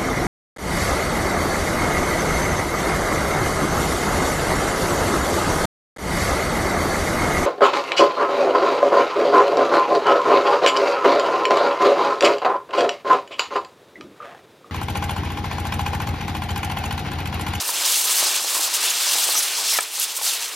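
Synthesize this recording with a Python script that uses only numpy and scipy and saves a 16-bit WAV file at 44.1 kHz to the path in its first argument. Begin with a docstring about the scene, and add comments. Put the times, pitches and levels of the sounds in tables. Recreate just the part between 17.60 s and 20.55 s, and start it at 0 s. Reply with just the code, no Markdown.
"""A hand digs through a box of foam packing peanuts close under a camera microphone.
From the start a bright rustle (trains of tiny foam slips) runs over a faint hum and low rumble.
Knocks (ringing box modes) join at 0.1 s, squeaks (fuzzy gliding tones) at 0.3 s.
The hardest knock falls at 2.19 s as the rustle thins; brief high squeaks follow near 2.4 s.
Rustle then surges and sinks, with a few light knocks and squeaks up to 2.7 s."""
import sys
import numpy as np
from scipy import signal
from scipy.fft import rfft, irfft, next_fast_len
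from scipy.io import wavfile
from scipy.ndimage import uniform_filter1d

SR = 44100
rng = np.random.default_rng(int(sys.argv[2]) if len(sys.argv) > 2 else 0)


def master(y):
    """Save y as 16-bit WAV."""
    cut = np.clip(np.atleast_2d(y).T, -1, 1)
    pcm = np.round(cut * 32767)  # scale
    wavfile.write(sys.argv[1], SR, pcm.astype(np.int16))


N = 130095
EDGE_HZ = 15950  # upper band limit


def amp(db):
    """dB to linear amplitude."""
    return 10 ** (np.asarray(db) / 20)


def evened(x):
    """Scales to unit RMS."""
    return x / np.sqrt(np.mean(x ** 2) + 1e-20)


def smooth_noise(samples):
    """Unit-RMS noise, moving-averaged: a slow random swell."""
    return evened(uniform_filter1d(rng.standard_normal(N), samples))


def coloured(x, points):
    """Filters by an (f/Hz, level/dB) table, interpolated over log frequency."""
    f, db = np.transpose(points)
    size = next_fast_len(N + 4096)
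    hz = np.fft.rfftfreq(size, 1 / SR)
    gain = amp(np.interp(np.log(hz + 1), np.log(f + 1), db))
    return irfft(rfft(x, size) * gain, size)[..., :N]


def add(mix, s, sound, pan_db=0):
    """Adds a mono sound at s seconds; pan_db is left minus right."""
    part = mix[:, round(s * SR):][:, :len(sound)]
    part += sound[:part.shape[1]] * amp([[pan_db / 2], [-pan_db / 2]])


HUM_HZ, HUM_DRIFT_RMS_HZ = 440, 2
HUM_RMS_DB, HUM_WAVER_RMS_DB = -58, 2


def hum():
    """Appliance hum: one sine, slow random drift in pitch and level."""
    noises = rng.standard_normal((2, N))
    drift, waver = (evened(uniform_filter1d(uniform_filter1d(v, SR // 10), SR // 10)) for v in noises)
    phase = 2 * np.pi * np.cumsum(HUM_HZ + HUM_DRIFT_RMS_HZ * drift) / SR
    return amp(HUM_RMS_DB + HUM_WAVER_RMS_DB * waver) * np.sqrt(2) * np.sin(phase)


# Rumble spectrum shape: [f/Hz, relative level/dB per Hz]
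RUMBLE_COLOUR = [(20, -42), (40, -17), (90, -12.5), (130, -7.5), (200, -6), (400, -35.5)]
RUMBLE_FLOOR_DB, RUMBLE_SIDE_DB = -79.5, -26  # RMS at the weakest bumping; side re mid
RUMBLE_FOLLOWS = 1  # dB per dB of bumping


def rumble():
    """Low-frequency noise, nearly mono, swelling with the dull bumping of the digging."""
    mid, side = coloured(rng.standard_normal((2, N)), RUMBLE_COLOUR)
    s, bump = np.transpose(LOWER_RUSTLE)[[0, 2]]
    swell = amp(RUMBLE_FOLLOWS * np.interp(np.arange(N) / SR, s, bump - bump.min()))
    noise = evened(mid + amp(RUMBLE_SIDE_DB) * np.array([side, -side]))
    return amp(RUMBLE_FLOOR_DB) * swell * noise


# Rubs of foam on foam: [t/s, RMS level before the envelope/dB, centre f/Hz, length/s,
# glide as share of f (+ rises)]
SQUEAKS = [(0.328, -26, 3220, 0.018, .01), (.52, -30, 8450, 0.026, -0.02), (.68, -28, 7250, 0.018, .01),
           (1.038, -24.5, 7450, 0.022, -0.028), (1.215, -37, 2710, 0.032, -0.02),
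           (1.257, -29, 3460, 0.05, 0.12), (1.297, -22, 6900, 0.018, -0.061),
           (1.302, -29, 2830, 0.021, 0.067), (1.342, -28, 3700, 0.022, 0.023),
           (1.62, -27, 13200, 0.012, -0.0021), (1.699, -25.5, 4480, 0.023, -0.053),
           (1.733, -28, 8400, 0.03, -0.0056), (1.743, -22, 6000, 0.063, 0.067),
           (1.773, -27, 5320, 0.043, -.03), (1.78, -27, 9500, 0.0254, 0.21),
           (1.819, -25, 9700, 0.0265, 0.048), (2.074, -25.5, 5250, 0.087, 0.04),
           (2.12, -31, 2043, 0.062, -0.226), (2.13, -29, 12700, .025, .01),
           (2.176, -20, 10750, 0.0042, -0.18), (2.205, -21, 8000, 0.0052, 0.28),
           (2.356, -22, 6200, 0.0016, 0.27), (2.374, -22, 7900, 0.0022, 0.37),
           (2.397, -18.5, 11700, 0.0058, 0.08), (2.565, -28, 8660, 0.017, 0.042),
           (2.673, -30, 3700, 0.04, -0.1)]
FLUTTER_CYCLES, OVERTONE_DB = 5.1, -9  # noise smoothing in cycles of f; 2f re f


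def squeaks():
    """Fast stick-slip of two peanuts: noise-modulated gliding tone plus octave overtone."""
    out = np.zeros((2, N))
    for s, db, hz, length_s, glide in SQUEAKS:
        u = np.linspace(0, 1, int(length_s * SR) + 2)
        span = max(int(FLUTTER_CYCLES * SR / hz), 2)
        noise = rng.standard_normal((4, 6000))
        a, b, c, d = uniform_filter1d(uniform_filter1d(noise, span), span)[:, :len(u)]
        turn = 2 * np.pi * np.cumsum(hz * (1 + glide * (u - .5))) / SR
        tone = a * np.sin(turn) + b * np.cos(turn)
        if 2 * hz < EDGE_HZ:
            tone = tone + amp(OVERTONE_DB) * (c * np.sin(2 * turn) + d * np.cos(2 * turn))
        envelope = np.sqrt(abs(np.sin(np.pi * u)))
        add(out, s, amp(db) * envelope * evened(tone))
    return out


# Knocks on the box: [t/s, dry peak level before panning/dB, f/Hz]
KNOCKS = [(.09, -16, 950), (.492, -18, 1020), (.512, -22, 1030), (.625, -16, 610), (.665, -22, 864),
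          (.844, -16.5, 840), (0.949, -17, 1080), (.965, -19.5, 1020), (0.993, -19, 824),
          (1.036, -26, 1200), (1.075, -19, 1050), (1.234, -20, 910), (1.467, -22.5, 1000),
          (1.553, -17, 840), (1.688, -12, 875), (1.75, -19, 1270), (1.984, -19.5, 960), (2.186, -2.5, 1335),
          (2.588, -22, 1040), (2.612, -22, 850), (2.663, -26, 1400)]
# Box wall modes: [multiple of knock f, level at HARD_DB/dB, T60/s]
BOX_MODES = [(.26, -18, .05), (.44, -14, .035), (.61, -3, .03), (.76, -5, .025), (1, 1, .026),
             (1.29, 0, .026), (1.78, 0, .024), (2.45, -3, .014)]
HARD_DB, SOFTENS = -3, .7  # side modes: change in dB per dB of knock level re HARD_DB
SNAP_DB, SNAP_T60_S, SNAP_TOP = -8, 0.005, 3  # low-pass at SNAP_TOP times f
KNOCK_LAG_S, KNOCK_PAN_DB = .0015, -1.5  # added to t; left minus right


def knocks():
    """Impact on the box wall: noisy snap plus short decaying modes, slightly detuned."""
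    out = np.zeros((2, N))
    t = np.arange(int(.1 * SR)) / SR
    for s, db, hz in KNOCKS:
        ring = np.zeros(len(t))
        for multiple, mode_db, t60_s in BOX_MODES:
            if multiple != 1:
                mode_db = mode_db + SOFTENS * (db - HARD_DB)
            mode_hz = hz * multiple * rng.uniform(0.98, 1.02)
            ring += amp(mode_db - 60 * t / t60_s) * np.sin(2 * np.pi * mode_hz * t)
        b, a = signal.butter(2, SNAP_TOP * hz, fs=SR)
        snap = evened(signal.lfilter(b, a, rng.standard_normal(len(t))))
        hit = ring + amp(SNAP_DB - 60 * t / SNAP_T60_S) * snap
        add(out, s + KNOCK_LAG_S, -amp(db) * hit / abs(hit).max(), KNOCK_PAN_DB)
    return out


TAIL_T60_S, TAIL_DB, TAIL_WIDTH = .04, -8, 0.18  # width: side re mid, linear


def in_box(hits):
    """Diffuse tail inside the box: hits convolved with decaying stereo noise."""
    t = np.arange(int(.12 * SR)) / SR
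    decay = amp(-60 * t / TAIL_T60_S) * (t > .001)
    common, apart = rng.standard_normal((2, len(t))) * decay
    tail = np.array([common + TAIL_WIDTH * apart, common - TAIL_WIDTH * apart])
    tail /= np.linalg.norm(common)
    return hits + amp(TAIL_DB) * signal.oaconvolve(hits.mean(0)[None], tail, axes=1)[:, :N]


MIC_CUT_HZ = 380


def small_mic(hits):
    """Bass loss of the small microphone: 4th-order high-pass."""
    return signal.sosfilt(signal.butter(4, MIC_CUT_HZ, "high", fs=SR, output="sos"), hits)


# Digging: [t/s, rustle level/dB, fine crackle re rustle/dB]; crackle sum used re its mean
DIG = [(0.002, -20.5, -14), (0.017, -26, -2), (0.041, -32, -6), (0.082, -26.5, -1.5), (0.137, -28, -3),
       (0.167, -23, -9), (0.197, -27, -5), (0.267, -18.5, -7), (0.297, -20.5, -4.5), (0.407, -21.5, -3),
       (0.446, -22.5, -6.5), (0.531, -23, -2), (0.671, -18.5, -10), (0.716, -24, -7), (0.761, -21.5, -5.5),
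       (0.791, -25, -11), (0.821, -25, -4.5), (0.851, -25, -6), (0.96, -22, -3.5), (1.0, -27.5, -0.5),
       (1.04, -20.5, -6.5), (1.095, -27, -9), (1.125, -27.5, -6), (1.15, -20.5, -4), (1.185, -24.5, -12),
       (1.23, -22, -6), (1.265, -21.5, -7), (1.334, -27, -3.5), (1.354, -23, -11), (1.404, -24.5, -5.5),
       (1.479, -19.5, -9), (1.554, -20.5, -5.5), (1.639, -21, -7), (1.704, -22.5, -4.5), (1.754, -22, -6),
       (1.783, -25, 2), (1.818, -25.5, -5.5), (1.838, -22.5, -5.5), (1.903, -27, -5.5), (2.048, -23, -10.5),
       (2.093, -21.5, -7.5), (2.148, -24.5, -3.5), (2.178, -21.5, -6), (2.198, -31, -4), (2.222, -29, -4),
       (2.247, -32.5, -6), (2.287, -35, -6), (2.332, -33.5, -3), (2.367, -27.5, -6.5), (2.397, -25, -9),
       (2.432, -22, -3), (2.447, -24.5, -3), (2.472, -32, -10), (2.497, -26.5, -6.5), (2.542, -33.5, -5),
       (2.572, -28, 3), (2.602, -34, -8), (2.641, -24, -2.5), (2.676, -21, -8.5), (2.716, -23.5, -6),
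       (2.776, -31, -4), (2.826, -26, -8), (2.911, -34.5, -5), (2.946, -31, -10)]
# Lower rustle, used re column means: [t/s, scraping level/dB, dull bumping level/dB]
LOWER_RUSTLE = [(0.002, -35, -31), (0.047, -38.5, -34), (0.267, -32, -31), (0.337, -33, -34),
                (0.437, -36, -34.5), (0.496, -31.5, -33), (0.556, -33.5, -33.5), (0.616, -32, -28.5),
                (0.756, -32.5, -31), (0.841, -41, -34), (0.9, -33, -33), (0.955, -34.5, -29.5),
                (1.11, -36, -34.5), (1.25, -29.5, -31), (1.334, -33, -35), (1.564, -32.5, -31),
                (1.634, -34.5, -32), (1.704, -32.5, -30.5), (1.908, -34, -36), (2.008, -37.5, -31.5),
                (2.093, -35, -37.5), (2.15, -33, -32), (2.242, -38.5, -36.5), (2.292, -42, -43),
                (2.417, -35.5, -37.5), (2.532, -40.5, -39.5), (2.602, -40, -38.0), (2.701, -34.5, -35.5),
                (2.766, -34.5, -37), (2.946, -40.5, -39)]
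# Rustle spectrum shape at the microphone: [f/Hz, relative level/dB per Hz]
FOAM_COLOUR = [(25, -80), (88, -49), (150, -33), (340, -12), (502, -10.5), (587, -9), (919, -4),
               (2000, -5.5), (2740, -0.5), (4200, 1), (8470, -0.5), (13500, -7), (15800, -10)]
# Width of the heap: [f/Hz, side re mid/dB]
HEAP_WIDTH = [(60, -29), (130, -29), (290, -17), (640, -15.5), (1410, -18.5), (3100, -19.5), (6820, -14),
              (15000, -12.5)]
BAND_HZ = [900, 2220, 5300, 12700]  # bump, scrape, body, crackle
WIDE_BAND_DB = 1.5  # makeup gain
SLIPS_PER_S_PER_HZ, SLIP_SPREAD_DB = .25, 2  # rate slope over f + 400 Hz; mean excess
SLIP_CYCLES, RING_SPREAD_OCT = 2.26, 0.7  # shortest length scale; step between 3 lengths
CLUMP_DB, CLUMP_S = 0.625, 0.0072  # bunching, inverted in the bump band
PATCH_DB, PATCH_S = 1.27, 0.031  # independent swell per slip pitch
SCUFF_DB, SCUFF_S = 1.5, 0.015  # uneven crackle, half depth in the body band


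def rustle(count=72):
    """Foam slips: random trains of short decaying tones at many pitches, scattered in stereo."""
    t = np.arange(N) / SR
    level, crackle = (np.interp(t, DIG_col_t, col) for DIG_col_t, col in
                      ((np.transpose(DIG)[0], col) for col in np.transpose(DIG)[1:]))
    lower_t, *lower = np.transpose(LOWER_RUSTLE)
    scrape, bump = (np.interp(t, lower_t, col) for col in lower)
    swell = np.array([v - v.mean() for v in (bump, scrape, level, level + crackle)])
    clump = smooth_noise(int(CLUMP_S * SR))
    scuff = smooth_noise(int(SCUFF_S * SR))
    flat, shaped = np.zeros(N), np.zeros((2, N))  # flat: level reference without swells
    for k, hz in enumerate(np.geomspace(150, 17000, count)):
        cycles = SLIP_CYCLES * 2 ** (RING_SPREAD_OCT * (k % 3))
        u = np.arange(int(4 * cycles * SR / hz) + 8) * hz / SR / cycles
        slip = u * np.exp(-3 * u) * np.sin(2 * np.pi * cycles * u)
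        size = amp(SLIP_SPREAD_DB * np.minimum(rng.exponential(1, N), 5))
        size *= rng.choice([-1., 1.], N)
        train = size * (rng.random(N) < SLIPS_PER_S_PER_HZ * (hz + 400) / SR)
        places = [np.ones(N), rng.standard_normal(N)]  # mid, side
        grains = signal.oaconvolve(train * places, slip[None], axes=1)[:, :N]
        grains *= np.sqrt(hz / np.mean(grains[0] ** 2))
        share = np.array([np.interp(np.log(hz), np.log(BAND_HZ), w) for w in np.eye(4)])
        gain_db = level.mean() + share @ swell
        gain_db += (1 - 2 * share[0]) * CLUMP_DB * clump
        gain_db += PATCH_DB * smooth_noise(int(PATCH_S * SR))
        gain_db += (share[2] / 2 + share[3]) * SCUFF_DB * scuff
        shaped += grains * amp(gain_db)
        flat += grains[0]
    reference = np.sqrt(np.mean(coloured(flat, FOAM_COLOUR) ** 2))
    mid, side = coloured(shaped, FOAM_COLOUR) / reference * amp(WIDE_BAND_DB)
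    side = coloured(side, HEAP_WIDTH)
    return np.array([mid + side, mid - side])


def scene():
    """Sums all sources; only knocks pass the box tail and microphone bass cut."""
    hits = small_mic(in_box(knocks()))
    return hum() + rumble() + squeaks() + hits + rustle()


def record(dry):
    """Band limit: linear-phase FIR low-pass at EDGE_HZ."""
    low_pass = signal.firwin(1023, EDGE_HZ, window=("kaiser", 10), fs=SR)
    return signal.oaconvolve(dry, low_pass[None], "same")


dry = scene()
out = record(dry)
master(out)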